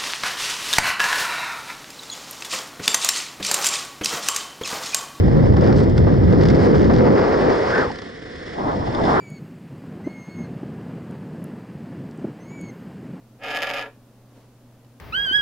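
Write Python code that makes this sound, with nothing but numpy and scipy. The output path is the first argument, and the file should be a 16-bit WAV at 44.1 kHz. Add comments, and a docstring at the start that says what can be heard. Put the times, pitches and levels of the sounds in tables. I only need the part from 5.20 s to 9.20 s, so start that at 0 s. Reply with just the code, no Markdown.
"""Wind on a helmet camera under an open parachute. From the start, turbulent eddies buffet the two
microphone ports over a smooth slipstream. Hands pull the fabric slider down the lines, and it flaps,
snaps, crackles and swishes. The head turns: its wake rumbles, the buffeting thins, and an edge tone
whistles and falls away, leaving the slipstream. Last, the turbulence returns from the side, brighter,
and a harness buckle rings three times."""
import sys
import numpy as np
from scipy import signal
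from scipy.fft import rfft, irfft
from scipy.io import wavfile
from scipy.ndimage import uniform_filter1d, minimum_filter1d

SR = 44100
rng = np.random.default_rng(int(sys.argv[2]) if len(sys.argv) > 2 else 0)


def to_wav(s):
    """Save 16-bit WAV."""
    ch = np.atleast_2d(s).T  # columns
    pcm = np.round(np.clip(ch, -1, 1) * 32767)  # PCM
    wavfile.write(sys.argv[1], SR, pcm.astype(np.int16))


N = 176400
TIME = np.arange(N) / SR

# likeness of the two ports for eddies and for cloth: frequency_hz, coherence, right_lead_rad
EDDY_COHERENCE = [(30, 0.97, 0.21), (89, 0.95, 0.3), (200, 0.9, 1.13), (476, 0.65, 1.3), (660, 0.28, 2.55),
                  (1110, 0.51, 2.2), (1900, 0.87, 0.89), (2600, 1, 1.73), (3500, 0.49, 0.41),
                  (5100, 0.82, .05), (8000, .5, .2)]
CLOTH_COHERENCE = [(200, 0.91, .6), (1900, 0.96, 1), (2600, 1, 0.6), (5100, 0.88, .05), (9000, .6, .1)]


def amp(db):
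    """Decibels to amplitude ratio."""
    return 10 ** (np.asarray(db) / 20)


def unit(x):
    """Normalisation to rms 1."""
    return x / np.sqrt(np.mean(x ** 2) + 1e-20)


def over_hz(table, hz):
    """Interpolation of each column of a table along log frequency."""
    f, *columns = np.transpose(table)
    return [np.interp(np.log(hz + 1), np.log(f + 1), column) for column in columns]


def level(curve):
    """Gain interpolated in decibels, fading at 400 dB/s beyond the ends of the curve."""
    time_s, db = np.transpose(curve)[:2]
    outside_s = np.maximum(np.maximum(time_s[0] - TIME, TIME - time_s[-1]), 0)
    return amp(np.interp(TIME, time_s, db) - 400 * outside_s)


def strikes(table, rise_s, decay_s):
    """Superposed envelopes of transients with exponential rise and decay."""
    start_s, db = np.transpose(table)
    age = np.maximum(TIME - start_s[:, None], 0)
    return amp(db) @ ((1 - np.exp(-age / rise_s)) * np.exp(-np.minimum(age / decay_s, 50)))


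def swells(table):
    """Superposed Gaussian envelopes."""
    return sum(amp(db) * np.exp(-((TIME - middle) / sigma) ** 2 / 2) for middle, sigma, db in table)


def flutter(slow_hz, fast_hz):
    """Band-limited random modulation, rms 1."""
    f = np.fft.rfftfreq(N, 1 / SR)
    band = f / (f + slow_hz) ** 1.5 / (1 + (f / fast_hz) ** 4)
    return unit(irfft(rfft(rng.standard_normal(N)) * band, N))


def port_noise(colour, ports, flow=None, eddies=None):
    """Partly coherent noise of steady power at two ports; vortex shedding adds a hump at the eddy rate."""
    hz = np.fft.rfftfreq(2048, 1 / SR)
    frame_s = np.arange(N // 512 + 5) * 512 / SR
    a, b, c, d = rng.standard_normal((4, len(frame_s), len(hz)))
    left, independent = a + 1j * b, c + 1j * d
    shape = amp(over_hz(colour, hz)[0])[None] * (hz > 0)
    coherence, lead = over_hz(ports, hz)
    if flow is not None:
        time_s, _, rates = np.transpose(flow)
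        rise, fall, bend, hump_db, width_octaves, common = eddies
        wander_octaves = 0.19 * np.interp(frame_s, TIME, flutter(slow_hz=2.0, fast_hz=15.3))
        rate = (np.interp(frame_s, time_s, rates) * 2 ** wander_octaves)[:, None]
        ratio = (hz + 1) / rate
        hump = np.exp(-(np.log2(ratio) / width_octaves) ** 2 / 2)
        slopes = ratio ** rise / (1 + ratio ** bend) ** ((rise + fall) / bend)
        shape = shape * amp(hump_db * hump) * slopes
        coherence = coherence + (1 - coherence) * common * hump
        lead = lead * (np.median(rates) / rate) ** 0.42  # faster eddies cross between the ports sooner
    shape = shape / np.linalg.norm(shape, axis=1, keepdims=True)
    coherence = np.clip(coherence, 0, 1)
    right = (coherence * left + np.sqrt(1 - coherence ** 2) * independent) * np.exp(1j * lead)
    spectra = np.array([left, right]) * shape
    _, noise = signal.istft(spectra, nperseg=2048, noverlap=1536, time_axis=1, freq_axis=2)
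    return unit(noise[:, :N])


def turbulent(air, split_hz, burst_db, flap_db):
    """Intermittency: the fine eddies above the split come in quick bursts and slower flaps."""
    f = np.fft.rfftfreq(N, 1 / SR)
    low = irfft(rfft(air) / (1 + (f / split_hz) ** 4), N)
    quick_db = burst_db * flutter(slow_hz=70, fast_hz=350)
    slow_db = flap_db * flutter(slow_hz=5.6, fast_hz=45.6)
    return low + (air - low) * unit(amp(quick_db + slow_db))


def buffet():
    """Convected turbulence: eddies cross the right port, then the left; slow ones are the most ragged."""
    # air tumbling across the ports: time_s, level_db, eddy_rate_hz
    flow = [(0, -14, 114), (0.301, -8, 122.4), (0.41, -12.5, 153.5), (0.505, -9, 222.5), (.62, -14, 166),
            (0.739, -14.5, 125), (.82, -12, 105), (.87, -13.5, 130), (.97, -11.5, 138.6),
            (1.13, -11, 150.3), (1.3, -12.5, 203), (1.601, -12.5, 217), (1.88, -12.5, 233),
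            (2.05, -16, 445), (2.16, -16.5, 446), (2.31, -14, 391), (2.35, -18, 520), (2.5, -21, 600),
            (2.611, -18.5, 554), (2.655, -23.5, 469), (2.689, -29, 400), (2.72, -34, 259)]
    # response of the camera housing: frequency_hz, gain_db
    housing = [(20, -12), (45, 5), (80, 6), (180, 0.5), (310, -2.5), (420, -0.5), (530, 0), (630, -6.5),
               (1000, -8.5), (1450, -10.5), (1950, -11), (2500, -19), (3500, -23.5), (4050, -20),
               (5100, -10.5), (5900, -21.5), (7500, -28.5), (11000, -59.5)]
    # eddy spectrum: rise_exponent, fall_exponent, bend_sharpness, hump_db, width_octaves, common_share
    eddies = (1.96, 1.477, 1.96, 1.5, 0.72, 0.44)
    time_s, _, rate_hz = np.transpose(flow)
    ragged = np.minimum(190 / np.interp(TIME, time_s, rate_hz), 1)
    air = port_noise(housing, EDDY_COHERENCE, flow, eddies)
    gusts = turbulent(air, split_hz=530, burst_db=2.9 * ragged, flap_db=1.1 * ragged ** 2)
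    return amp(0.5) * level(flow) * gusts


def slipstream():
    """Broadband flow noise past lines and canopy, lightly modulated by flutter, a little to the right."""
    # smooth rush: time_s, level_db
    flow = [(0, -47), (0.25, -46.5), (0.5, -47.5), (0.72, -48.5), (1.05, -45.5), (1.4, -45.5),
            (1.85, -47.5), (2.1, -43.5), (2.58, -38.5), (2.75, -46), (3.0, -48), (3.3, -44.5), (3.65, -45),
            (3.92, -37.5), (4.0, -39.5)]
    # its spectrum: frequency_hz, density_db
    colour = [(20, -18), (60, 3.5), (150, 3.5), (220, 6.5), (360, 4.5), (420, 6.5), (500, 7.5), (555, 0),
              (620, -5.5), (700, 7), (780, -6.5), (860, -9.5), (1130, -5.5), (1260, -8.5), (1700, -2.5),
              (2020, -2), (2300, -12.5), (2650, -17.5), (3400, -11.5), (4000, -17.5), (4400, -14.5),
              (4750, -20.5), (5150, -11.5), (5800, -24.5), (7000, -30), (7600, -29.5), (8600, -37),
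              (10000, -39), (11000, -49.5)]
    # likeness of the ports: frequency_hz, coherence, right_lead_rad
    ports = [(60, 1, .2), (250, 0.94, 0.67), (496, 0.57, 0.64), (734, 0.86, 2.53), (1230, 0.71, 1.45),
             (1900, 1, 0.67), (2610, 0.16, 1.6), (3600, 0.98, 1.1), (4000, 0.073, 0.22), (5070, 0.94, .05),
             (7000, 0.25, .3)]
    rush = turbulent(port_noise(colour, ports), split_hz=100, burst_db=0.26, flap_db=1.15)
    return amp(12) * level(flow) * rush * amp([[-0.4], [0.4]])


def slider_flaps():
    """Pressure transients: slack cloth cracks in the wind and throws dull puffs of air at the ports."""
    # flaps of the slider: start_s, level_db
    flaps = [(.078, -21), (.364, -13), (.411, -28), (.867, -14.5), (.886, -25), (.938, -18), (1.696, -10.5),
             (1.854, -22), (1.908, -22), (2.758, -31), (2.786, -39), (2.819, -29.5)]
    # their spectrum: frequency_hz, density_db
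    colour = [(60, -2.5), (250, 2.5), (550, 4.5), (1100, -3.5), (1900, -15), (2600, -28.5), (5000, -32.5),
              (8000, -60)]
    return amp(5.5) * port_noise(colour, EDDY_COHERENCE) * strikes(flaps, rise_s=0.0047, decay_s=0.0091)


def fabric_crackle():
    """Impulsive noise: gathered cloth gives single snaps and dense crackle, a little to the right."""
    # snaps of fabric and lines: start_s, level_db
    snaps = [(.366, -38), (0.382, -50), (.409, -39), (.525, -35.5), (.778, -33), (.938, -41), (1.124, -39),
             (1.21, -35.5), (1.233, -37), (1.253, -36), (1.286, -37), (1.299, -36), (1.348, -42),
             (1.643, -41), (1.735, -37.5), (1.785, -45), (2.579, -32.5), (2.715, -39), (2.757, -42),
             (2.786, -40), (2.818, -39)]
    # handfuls of cloth being gathered: middle_s, sigma_s, level_db
    rustles = [(.47, 0.039, -42), (0.589, 0.01, -44), (1.27, 0.06, -41.5), (1.44, 0.047, -43),
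               (1.6, .05, -41), (1.77, 0.034, -42)]
    # spectrum of the cloth: frequency_hz, density_db
    colour = [(100, -16.5), (500, -10), (1200, 9.5), (1900, 13.5), (2500, -2.5), (3400, 2.5), (4100, 0.5),
              (5150, 6), (6000, -7), (7000, -13), (7700, -15.5), (8800, -25), (10000, -23.5), (11000, -36)]
    snapping = amp(12) * strikes(snaps, rise_s=0.0012, decay_s=0.004)
    grain = unit(amp(10 * np.tanh(flutter(slow_hz=40, fast_hz=404) - 0.8)))
    crackling = amp(4.5) * swells(rustles) * grain
    return port_noise(colour, CLOTH_COHERENCE) * (snapping + crackling) * amp([[-0.6], [0.6]])


def nylon_swishes():
    """Sliding friction: nylon on the lines makes a bright, grainy hiss, a little to the left."""
    # slides along the lines: middle_s, sigma_s, level_db
    slides = [(.588, 0.024, -43), (.638, 0.0054, -43.5), (.7, 0.0035, -45.5), (.782, 0.0097, -45),
              (1.44, 0.033, -47)]
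    # friction spectrum: frequency_hz, density_db
    colour = [(1500, -21), (3000, 0.5), (5100, 7), (6200, -2), (7000, -10), (7700, -3.5), (8800, -16),
              (10000, -14), (11000, -23)]
    grain = unit(amp(3.6 * flutter(slow_hz=100, fast_hz=600)))
    return port_noise(colour, CLOTH_COHERENCE) * swells(slides) * grain * amp([[0.7], [-0.7]])


def wake_rumble():
    """Wake turbulence: deep pressure swings behind the turning head."""
    # strength of the wake: time_s, level_db
    wake = [(1.75, -44), (1.87, -26.5), (2.1, -31.5), (2.3, -33.5), (2.6, -40), (2.8, -61), (3.42, -48),
            (3.56, -32), (3.7, -29), (3.8, -36)]
    # its spectrum: frequency_hz, density_db
    colour = [(20, -22), (60, 0), (120, 0.5), (200, -8.5), (500, -36), (2000, -70)]
    return port_noise(colour, EDDY_COHERENCE) * level(wake)


def edge_whistle():
    """An edge tone: a narrow band of noise whose pitch falls as the camera turns out of the flow."""
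    # air over an edge of the camera: time_s, level_db, pitch_hz
    tone = [(2.498, -37, 1504), (2.543, -22.5, 1620), (2.575, -22, 1640), (2.617, -26, 1520),
            (2.645, -27, 1243), (2.685, -36, 1030), (2.71, -42, 909)]
    time_s, _, pitch_hz = np.transpose(tone)
    carrier = np.exp(2j * np.pi * np.cumsum(np.interp(TIME, time_s, pitch_hz)) / SR)
    pole = np.exp(-np.pi * 390 / SR)  # each of two poles is 390 Hz wide
    noise = rng.standard_normal((3, N)) + 1j * rng.standard_normal((3, N))
    shared, left, right = signal.lfilter([1], np.poly([pole, pole]), noise)
    ports = np.array([shared + 0.5 * left, shared * np.exp(1j) + 0.5 * right])  # right leads by 1 rad
    return level(tone) * unit((ports * carrier).real)


def eddy_puffs():
    """Pressure pulses: single eddies reach both ports in phase; big ones thump, small ones knock."""
    # eddies that stand out: middle_s, level_db, pitch_hz, sigma_s
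    puffs = [(2.68, -23, 90, 0.0052), (2.703, -27, 450, .003), (2.706, -21, 850, 0.0022),
             (3.606, -22, 100, .007), (3.689, -25, 110, .006)]
    pressure = np.zeros(N)
    for middle_s, db, hz, sigma_s in puffs:
        pressure += swells([(middle_s, sigma_s, db)]) * np.sin(2 * np.pi * hz * (TIME - middle_s))
    return np.array([pressure, pressure])


def side_gust():
    """Cross-flow turbulence: brighter, more even, and only partly coherent between the ports."""
    # air striking from the side: time_s, level_db, eddy_rate_hz
    flow = [(3.34, -40, 900), (3.385, -23.5, 1080), (3.48, -18.5, 1040), (3.6, -22.5, 890),
            (3.71, -24, 900), (3.77, -20, 1070), (3.84, -14, 1180), (3.91, -14.5, 1330), (4.0, -13.5, 1330)]
    # response to side flow: frequency_hz, gain_db
    colour = [(20, -14), (55, -11), (150, -8), (300, -5), (600, -8), (800, -7.5), (1100, -6), (1500, -9),
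              (2000, -14), (2600, -18), (5000, -7), (11000, -28)]
    # likeness of the ports: frequency_hz, coherence, right_lead_rad
    ports = [(50, 1, 0.5), (249, 0.77, 0), (500, 0.091, 0.66), (790, 0.57, 1.5), (1150, 0.83, 2.5),
             (2000, 0.11, 2.5), (5000, .5, 1)]
    # eddy spectrum: rise_exponent, fall_exponent, bend_sharpness, hump_db, width_octaves, common_share
    eddies = (0.12, 4.7, 7.2, 0.51, 0.4, .05)
    air = port_noise(colour, ports, flow, eddies)
    return amp(-2) * level(flow) * turbulent(air, split_hz=340, burst_db=0.5, flap_db=1.0)


def buckle_taps():
    """Modal ringing: a tapped buckle sounds as damped sinusoids, a little to the left."""
    # taps of harness hardware: start_s, level_db
    taps = [(3.749, -20.5), (3.84, -25), (3.853, -22)]
    # modes of the buckle: frequency_hz, level_db, t60_s
    modes = [(3540, -8, 0.027), (3600, -18, 0.03), (4950, -11.5, 0.035)]
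    ring = np.zeros(N)
    for start_s, tap_db in taps:
        age = np.maximum(TIME - start_s, 0)
        for hz, mode_db, t60_s in modes:
            ring += amp(tap_db + mode_db - 60 * age / t60_s) * np.sin(2 * np.pi * hz * age)
    return ring * amp([[0], [-3]])


def scene():
    """Superposition of air and handling sounds at the two ports."""
    descent = buffet() + slipstream() + slider_flaps() + fabric_crackle() + nylon_swishes()
    return descent + wake_rumble() + edge_whistle() + eddy_puffs() + side_gust() + buckle_taps()


def record(dry):
    """Peak limiting holds down the buffets; a low-pass filter then limits the bandwidth."""
    threshold_db, excess_share, release_db_per_s, cutoff_hz = -6, 0.83, 118.5, 11150
    mid_db = 20 * np.log10(abs(dry.mean(0)) + 1e-9)
    release_db = TIME * release_db_per_s
    peak_db = np.maximum.accumulate(mid_db + release_db) - release_db
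    cut_db = np.minimum(threshold_db - peak_db, 0)
    smooth_cut_db = uniform_filter1d(minimum_filter1d(cut_db, size=120), size=120)
    limited = dry * amp(excess_share * smooth_cut_db)
    lowpass = signal.firwin(511, cutoff_hz, window=("kaiser", 9), fs=SR)
    return signal.oaconvolve(limited, lowpass[None], "same")


dry = scene()
out = record(dry)
to_wav(out)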